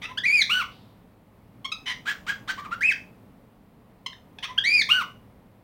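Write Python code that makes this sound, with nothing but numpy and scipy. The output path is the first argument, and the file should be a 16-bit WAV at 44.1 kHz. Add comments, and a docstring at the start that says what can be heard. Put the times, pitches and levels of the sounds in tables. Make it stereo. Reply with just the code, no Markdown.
"""A small hard-walled room, with two cockatiels in a wire cage close by.
One calls in three quick runs: short pips, low buzzes and hoarse rasps lead up to loud arched squawks.
Each note is a buzzing tone from the syrinx, the bird's voice box, mixed with the hiss of its breath.
The room rings on over a low, steady rush of air."""
import sys
import numpy as np
from scipy import signal
from scipy.fft import rfft, irfft
from scipy.io import wavfile
from scipy.ndimage import uniform_filter1d

SR = 44100
rng = np.random.default_rng(int(sys.argv[2]) if len(sys.argv) > 2 else 0)


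def persist_wave(psi):
    """Save psi, clipped to +-1, as 16-bit WAV."""
    counts = np.round(np.clip(psi, -1, 1) * 32767).astype(np.int16)
    wavfile.write(sys.argv[1], SR, np.atleast_2d(counts).T)


N = 248283
TIME = np.arange(N) / SR
PROGRESS = np.linspace(0, 1, 200)   # from the start of a note to its end


def from_db(db):
    """Turn decibels into a volume multiplier."""
    return 10 ** (np.asarray(db) / 20)


def rms_one(x):
    """Scale a signal to an average power of 1."""
    return x / np.sqrt(np.mean(x ** 2) + 1e-20)


def at_hz(points, hz):
    """Read between a table's rows, giving each octave equal space."""
    known_hz, values = np.transpose(points)
    return np.interp(np.log(np.maximum(hz, 1)), np.log(known_hz), values)


def coloured(x, spectrum):
    """Turn each frequency up or down as a table says."""
    size = x.shape[-1]
    return irfft(rfft(x) * from_db(at_hz(spectrum, np.fft.rfftfreq(size, 1 / SR))), size)


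def flutter(rate_hz, size):
    """A random wobble of about 1 either way, mostly slower than rate_hz."""
    lowpass = signal.butter(2, rate_hz, fs=SR, output="sos")
    return rms_one(signal.sosfilt(lowpass, rng.standard_normal(size + SR // 10)))[-size:]


# tone colour of the room's air: (frequency [Hz], relative level [dB])
AIR_COLOUR = [(15, -44.5), (25, -7), (48, -4), (86, -7.5), (113, 2), (137, -7.5), (184, -0.5), (299, -7),
              (333, -13.5), (437, -11), (1060, -18), (1590, -25.5), (2030, -25), (6660, -42),
              (15800, -35.5)]
# how loud the air is: (time [s], level [dB])
AIR_LOUDNESS = [(0, -48.5), (.7, -50), (1.2, -54.5), (2.2, -49), (2.8, -48), (3.6, -54.5), (4.2, -53),
                (4.8, -48.5), (5.6, -54.5)]
# how alike it sounds left and right: (frequency [Hz], likeness [0-1])
AIR_SAMENESS = [(60, 0.85), (150, 1), (380, 0.76), (950, 0.81), (2380, 0.17), (5980, 0), (15000, 0.036)]

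def air():
    """A low rush of air, nearly the same on both sides in the bass."""
    hz = np.fft.rfftfreq(N, 1 / SR)
    alike = np.clip(at_hz(AIR_SAMENESS, hz), 0, .99)
    shared, opposed = rfft(rng.standard_normal((2, N)))
    sides = np.sqrt(1 + alike) * shared + np.sqrt(1 - alike) * opposed * [[1], [-1]]
    rush = rms_one(irfft(sides * from_db(at_hz(AIR_COLOUR, hz)), N))
    return from_db(np.interp(TIME, *np.transpose(AIR_LOUDNESS))) * rush


# rise and fall of a faint high ring: (time [s], level [dB])
HAZE_LOUDNESS = [(.6, -91), (.72, -56), (.85, -63), (1.05, -79), (1.3, -85)]
# its tone colour: (frequency [Hz], relative level [dB])
HAZE_COLOUR = [(1500, -28.5), (2600, -4.5), (3600, 2.5), (5000, -5), (6200, -21), (12000, -32)]

def haze():
    """A faint, high ringing around 3-4 kHz, heard all around, that dies away after the first run of calls."""
    level = from_db(np.interp(TIME, *np.transpose(HAZE_LOUDNESS)))
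    return level * rms_one(coloured(rng.standard_normal((2, N)), HAZE_COLOUR))


# how long the room rings: (frequency [Hz], time to fade by 60 dB [s])
RING_TIME = [(500, 0.5), (1500, 0.1857), (2800, 0.3232), (4200, 0.22), (6500, 0.3644), (15000, 0.3)]
# how strongly it rings: (frequency [Hz], level [dB])
RING_COLOUR = [(500, -2.5), (1500, -2), (2900, -6), (4100, -8), (5400, -8), (8000, -12), (15000, -3.5)]

def room(voice, build_s):
    """Echoes off the hard walls pile up, then each frequency band fades at its own pace."""
    t = TIME[:SR]
    edges_hz = np.geomspace(400, 17000, 12)
    ring = 0
    for low, high in zip(edges_hz, edges_hz[1:]):
        hz = np.sqrt(low * high)
        bandpass = signal.butter(2, [low, high], "band", fs=SR, output="sos")
        band = signal.sosfilt(bandpass, rng.standard_normal((2, SR)))
        fade = from_db(-60 * t / at_hz(RING_TIME, hz)) * (1 - np.exp(-(t / build_s) ** 2))
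        ring += band * fade / np.linalg.norm(fade) * from_db(at_hz(RING_COLOUR, hz))
    return signal.fftconvolve(voice[None], ring, axes=1)[:, :N]


# bounces off the nearby floor and wall, for each side: (delay [ms], level [dB])
LEFT_BOUNCES = [(1.296, -15), (4.1, -21.5)]
RIGHT_BOUNCES = [(1.901, -15), (5.601, -3.5)]
# how far the voice leans left: (frequency [Hz], left minus right [dB])
LEFT_LEAN = [(1000, 6), (2400, 2), (4500, 6), (8000, 3.5), (15000, -1)]

def close_sound(voice, right_lag_ms):
    """The voice reaches the left side first, and each side gets its own quick echoes."""
    late_voice = np.roll(voice, round(right_lag_ms * SR / 1000))
    sides = []
    for direct, bounces, sign in ((voice, LEFT_BOUNCES, 1), (late_voice, RIGHT_BOUNCES, -1)):
        echoes = sum(from_db(db) * np.interp(TIME - ms / 1000, TIME, direct, left=0)
                     for ms, db in bounces)
        sides.append(coloured(direct + echoes, [(hz, sign * db / 2) for hz, db in LEFT_LEAN]))
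    return np.array(sides)


# how the throat shapes the overtones: (frequency [Hz], boost [dB])
THROAT_COLOUR = [(2500, 0), (3200, 7), (4300, -5), (5400, -6.5), (6300, -10), (7500, -25), (9600, -27),
                 (11500, -38.5), (13500, -49), (15500, -32.5)]

def syrinx(course, hiss_colour, jitter, waver, shimmer, edge_s):
    """One note: a gliding tone plus puffs of hiss. Jitter and waver shake pitch, shimmer loudness."""
    times, *curves = course
    span = (TIME > times[0] - edge_s) & (TIME < times[-1] + edge_s)
    t = TIME[span]
    size = len(t)
    pitch, *levels = [uniform_filter1d(np.interp(t, times, curve), size=200) for curve in curves]
    base_db, octave_db, overtones_db, hiss_db = levels
    # the more breath goes into hiss, the less steadily the membranes swing
    hoarse = from_db(hiss_db) / np.sqrt(sum(from_db(db) ** 2 for db in levels))
    pitch = pitch * (1 + waver * flutter(170, size) + jitter * hoarse * flutter(600, size))
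    phase = 2 * np.pi * np.cumsum(pitch) / SR
    tone = from_db(base_db) * np.sin(phase) + from_db(octave_db) * np.sin(2 * phase)
    for k in range(3, 16):
        flicker = 1 + .5 * np.tanh(flutter(210, size))
        strength = from_db(overtones_db + at_hz(THROAT_COLOUR, k * pitch)) * flicker
        tone += strength * np.sin(k * phase + rng.uniform(0, 2 * np.pi)) * (k * pitch < SR / 2)
    puffs = rng.standard_normal(size) * (1 + .41 * np.sin(phase))   # one puff per swing
    hiss = from_db(hiss_db) * rms_one(coloured(puffs, hiss_colour))
    tremble = 1 + shimmer * np.tanh(flutter(220, size))
    gate = np.clip(np.minimum(t - times[0], times[-1] - t) / edge_s, -1, 1)
    fade = (1 + np.sin(np.pi / 2 * gate)) / 2
    out = np.zeros(N)
    out[span] = (np.sqrt(2) * tone + hiss) * tremble * fade
    return out


def chirp(row, tone_drop_db, overtones_drop_db, hiss_drop_db, bend, point):
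    """A short note's pitch and levels: the tone peaks at the crest, overtones and hiss midway."""
    start, length, crest, start_hz, crest_hz, end_hz, base_db, octave_db, overtones_db, hiss_db = row
    crest = np.clip(crest, .02, .98)
    off_crest = np.interp(PROGRESS, [0, crest, 1], [1, 0, (1 - crest) / max(crest, 1 - crest)])
    off_middle = (2 * PROGRESS - 1) ** 2
    # bend shapes the pitch curve, point the base tone's peak: 2 is round, less is sharper
    glide = np.interp(PROGRESS, [0, crest, 1], [1, 0, 1]) ** bend
    pitch = crest_hz + (np.where(PROGRESS < crest, start_hz, end_hz) - crest_hz) * glide
    return (start + length * PROGRESS, pitch,
            base_db - tone_drop_db * off_crest ** point,
            octave_db - tone_drop_db * off_crest,
            overtones_db - overtones_drop_db * off_middle,
            hiss_db - hiss_drop_db * off_middle)


# low notes: (start [s], length [s], crest position [0-1], start pitch [Hz], crest pitch [Hz],
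# end pitch [Hz], base tone [dB], octave above it [dB], higher overtones [dB], hiss [dB])
BUZZ_NOTES = [ (0.017, 0.045, 0.94, 1132, 1343, 1240, -39, -31, -42, -34),
              (0.084, 0.043, .8, 977, 1026, 1000, -38.5, -45, -66.5, -46),
              (1.859, 0.069, .65, 1008, 1032, 951, -44, -31, -38.5, -30),
              (4.426, .034, .95, 934, 1312, 1350, -36, -32, -37.5, -30),
              (4.483, .046, .55, 963, 1022, 1028, -35, -40, -60.5, -48)]
# the breath in them: (frequency [Hz], relative level [dB])
BUZZ_BREATH = [(600, -21), (1100, -7), (1500, -10), (2000, 8.5), (2600, -5.5), (3500, 5), (4500, -13.5),
               (5900, -2), (7000, -23), (9500, -22.5), (12000, -36), (15500, -27)]

def buzzes():
    """Low notes made gritty by a strong, fast tremble."""
    swell = dict(tone_drop_db=16, overtones_drop_db=6.5, hiss_drop_db=8, bend=.8, point=.91)
    return sum(syrinx(chirp(row, **swell), BUZZ_BREATH, jitter=.05, waver=.012, shimmer=.35, edge_s=.003)
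               for row in BUZZ_NOTES)


# hoarse notes: same columns as BUZZ_NOTES
RASP_NOTES = [ (2.055, 0.076, 0.48, 1145, 1709, 1304, -22, -33.5, -45, -30.5),
              (2.266, 0.06, 0.6, 1078, 1655, 1413, -23, -32, -38, -31),
              (2.477, .047, .5, 988, 1553, 1504, -23, -38, -33, -30.5),
              (2.575, 0.037, .5, 939, 1162, 1180, -27, -47.5, -70, -40),
              (2.638, .033, .8, 1622, 1188, 930, -33.5, -45, -62, -46),
              (2.709, 0.044, .38, 925, 1374, 1590, -24, -38, -49, -41.5)]
# the breath in them: (frequency [Hz], relative level [dB])
RASP_BREATH = [(600, -17.5), (1100, -1), (1900, 8), (2600, 2), (3200, 5), (4500, -2.5), (5800, -4),
               (7200, -8), (9000, -16), (11000, -37.5), (13500, -19), (15500, -14)]

def rasps():
    """Sliding notes made hoarse by rushing breath and a shaky pitch."""
    swell = dict(tone_drop_db=20.5, overtones_drop_db=12, hiss_drop_db=11.5, bend=1.8, point=.91)
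    return sum(syrinx(chirp(row, **swell), RASP_BREATH, jitter=.06, waver=.008, shimmer=.3, edge_s=.003)
               for row in RASP_NOTES)


# tiny clear notes: same columns as BUZZ_NOTES
PIP_NOTES = [ (.174, 0.015, 1, 1414, 1753, 1728, -27, -19, -29.5, -52),
             (1.646, 0.015, 0.81, 1035, 1114, 1097, -34, -32, -32, -52),
             (1.718, .012, 0.6, 1215, 1317, 1194, -33, -24, -25, -67),
             (4.062, 0.0078, 0.28, 1074, 1050, 988, -33, -29.5, -28.5, -52),
             (4.131, .003, .5, 1805, 1830, 1800, -34.5, -33, -41.5, -55.5),
             (4.386, 0.0042, .1, 900, 878, 806, -41.5, -39.5, -37.5, -59),
             (4.578, 0.013, .75, 1397, 1656, 1690, -25, -10.5, -29.5, -46.5)]
# the breath in pips and squawks: (frequency [Hz], relative level [dB])
CLEAR_BREATH = [(500, -18.5), (1100, -9.5), (1900, -1), (3100, 6), (4500, -3.5), (6000, -4.5),
                (7000, -11.5), (8700, -4), (10300, -25.5), (12000, -9), (13600, -15), (15500, -8.5)]

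def pips():
    """Very short, clear notes with little breath in them."""
    swell = dict(tone_drop_db=10.5, overtones_drop_db=7.5, hiss_drop_db=.5, bend=1.3, point=1.2)
    return sum(syrinx(chirp(row, **swell), CLEAR_BREATH, jitter=.02, waver=.005, shimmer=.1, edge_s=.0015)
               for row in PIP_NOTES)


# the pitch arch of each squawk: (time [s], pitch [Hz])
SQUAWK_ARCHES = [
    [(.236, 1843), (.252, 2086), (.260, 2463), (.29, 2229), (.35, 2487), (.385, 2336), (.411, 2108),
     (.419, 2016), (.426, 1608)],
    [(.495, 1063), (.51, 1375), (.535, 1476), (.56, 1486), (.59, 1491), (.61, 1307), (.628, 1032)],
    [(2.808, 1478), (2.819, 1798), (2.838, 2390), (2.865, 2585), (2.893, 2610), (2.91, 1983), (2.926, 1490)],
    [(4.639, 1774), (4.655, 2056), (4.67, 2253), (4.73, 2445), (4.76, 2468), (4.79, 2302), (4.811, 2175),
     (4.824, 1674)],
    [(4.890, 1049), (4.907, 1394), (4.945, 1500), (4.968, 1513), (4.99, 1455), (5.01, 1280), (5.027, 982)],
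]
# the voice in each squawk: (flare time [s], flare width [s], flare boost [dB], base tone dip [dB],
# base tone [dB], octave [dB], overtones [dB], hiss [dB], base tone loss [dB per octave below top pitch],
# hiss gain [dB per octave below top pitch], brightening from start to end [dB])
SQUAWK_VOICES = [ (0.419, .006, 16, 0, -17.5, -30.5, -23, -48.5, 17.7, 6, 11.5),
                 (.527, .018, 9.8, 11, -24.5, -27.5, -34.5, -38.5, 15, -5.5, -7.5),
                 (2.926, 0.0052, 15, -3, -17, -43, -26.5, -53.5, 16.3, 13.5, 4.5),
                 (4.816, .012, 2, 0, -18.5, -24, -23.5, -54.5, 17.2, 19.5, 6),
                 (4.921, 0.016, 20.5, 12.5, -23.5, -32, -35, -42, 15, 7, -10.5)]

def squawks():
    """Loud calls that weaken away from their top pitch; in each, the octave briefly flares up."""
    out = np.zeros(N)
    for arch, row in zip(SQUAWK_ARCHES, SQUAWK_VOICES):
        flare_s, width_s, flare_db, dip_db = row[:4]
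        base_db, octave_db, overtones_db, hiss_db, sag_db, fray_db, brighten_db = row[4:]
        times, hz = np.transpose(arch)
        t = times[0] + (times[-1] - times[0]) * PROGRESS
        pitch = np.interp(t, times, hz)
        octaves_down = np.log2(pitch.max() / pitch)
        bright_db = brighten_db * (PROGRESS - .5)
        flare = np.exp(-((t - flare_s) / width_s) ** 2)
        course = (t, pitch,
                  base_db - sag_db * octaves_down - dip_db * flare,
                  octave_db + bright_db + flare_db * flare,
                  overtones_db + bright_db - 9 * octaves_down + .15 * flare_db * flare,
                  hiss_db + .5 * bright_db + fray_db * octaves_down + .25 * flare_db * flare)
        out += syrinx(course, CLEAR_BREATH, jitter=.045, waver=.009, shimmer=.22, edge_s=.003)
    return out


def scene():
    """One bird's calls, heard close up and ringing in the room, over the background air."""
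    voice = squawks() + pips() + buzzes() + rasps()
    return close_sound(voice, right_lag_ms=.09) + room(voice, build_s=.0054) + haze() + air()


def record(dry):
    """Cut away the very highest treble, above 16000 Hz."""
    return signal.sosfilt(signal.ellip(10, .1, 80, 16000, fs=SR, output="sos"), dry)


dry = scene()
out = record(dry)
persist_wave(out)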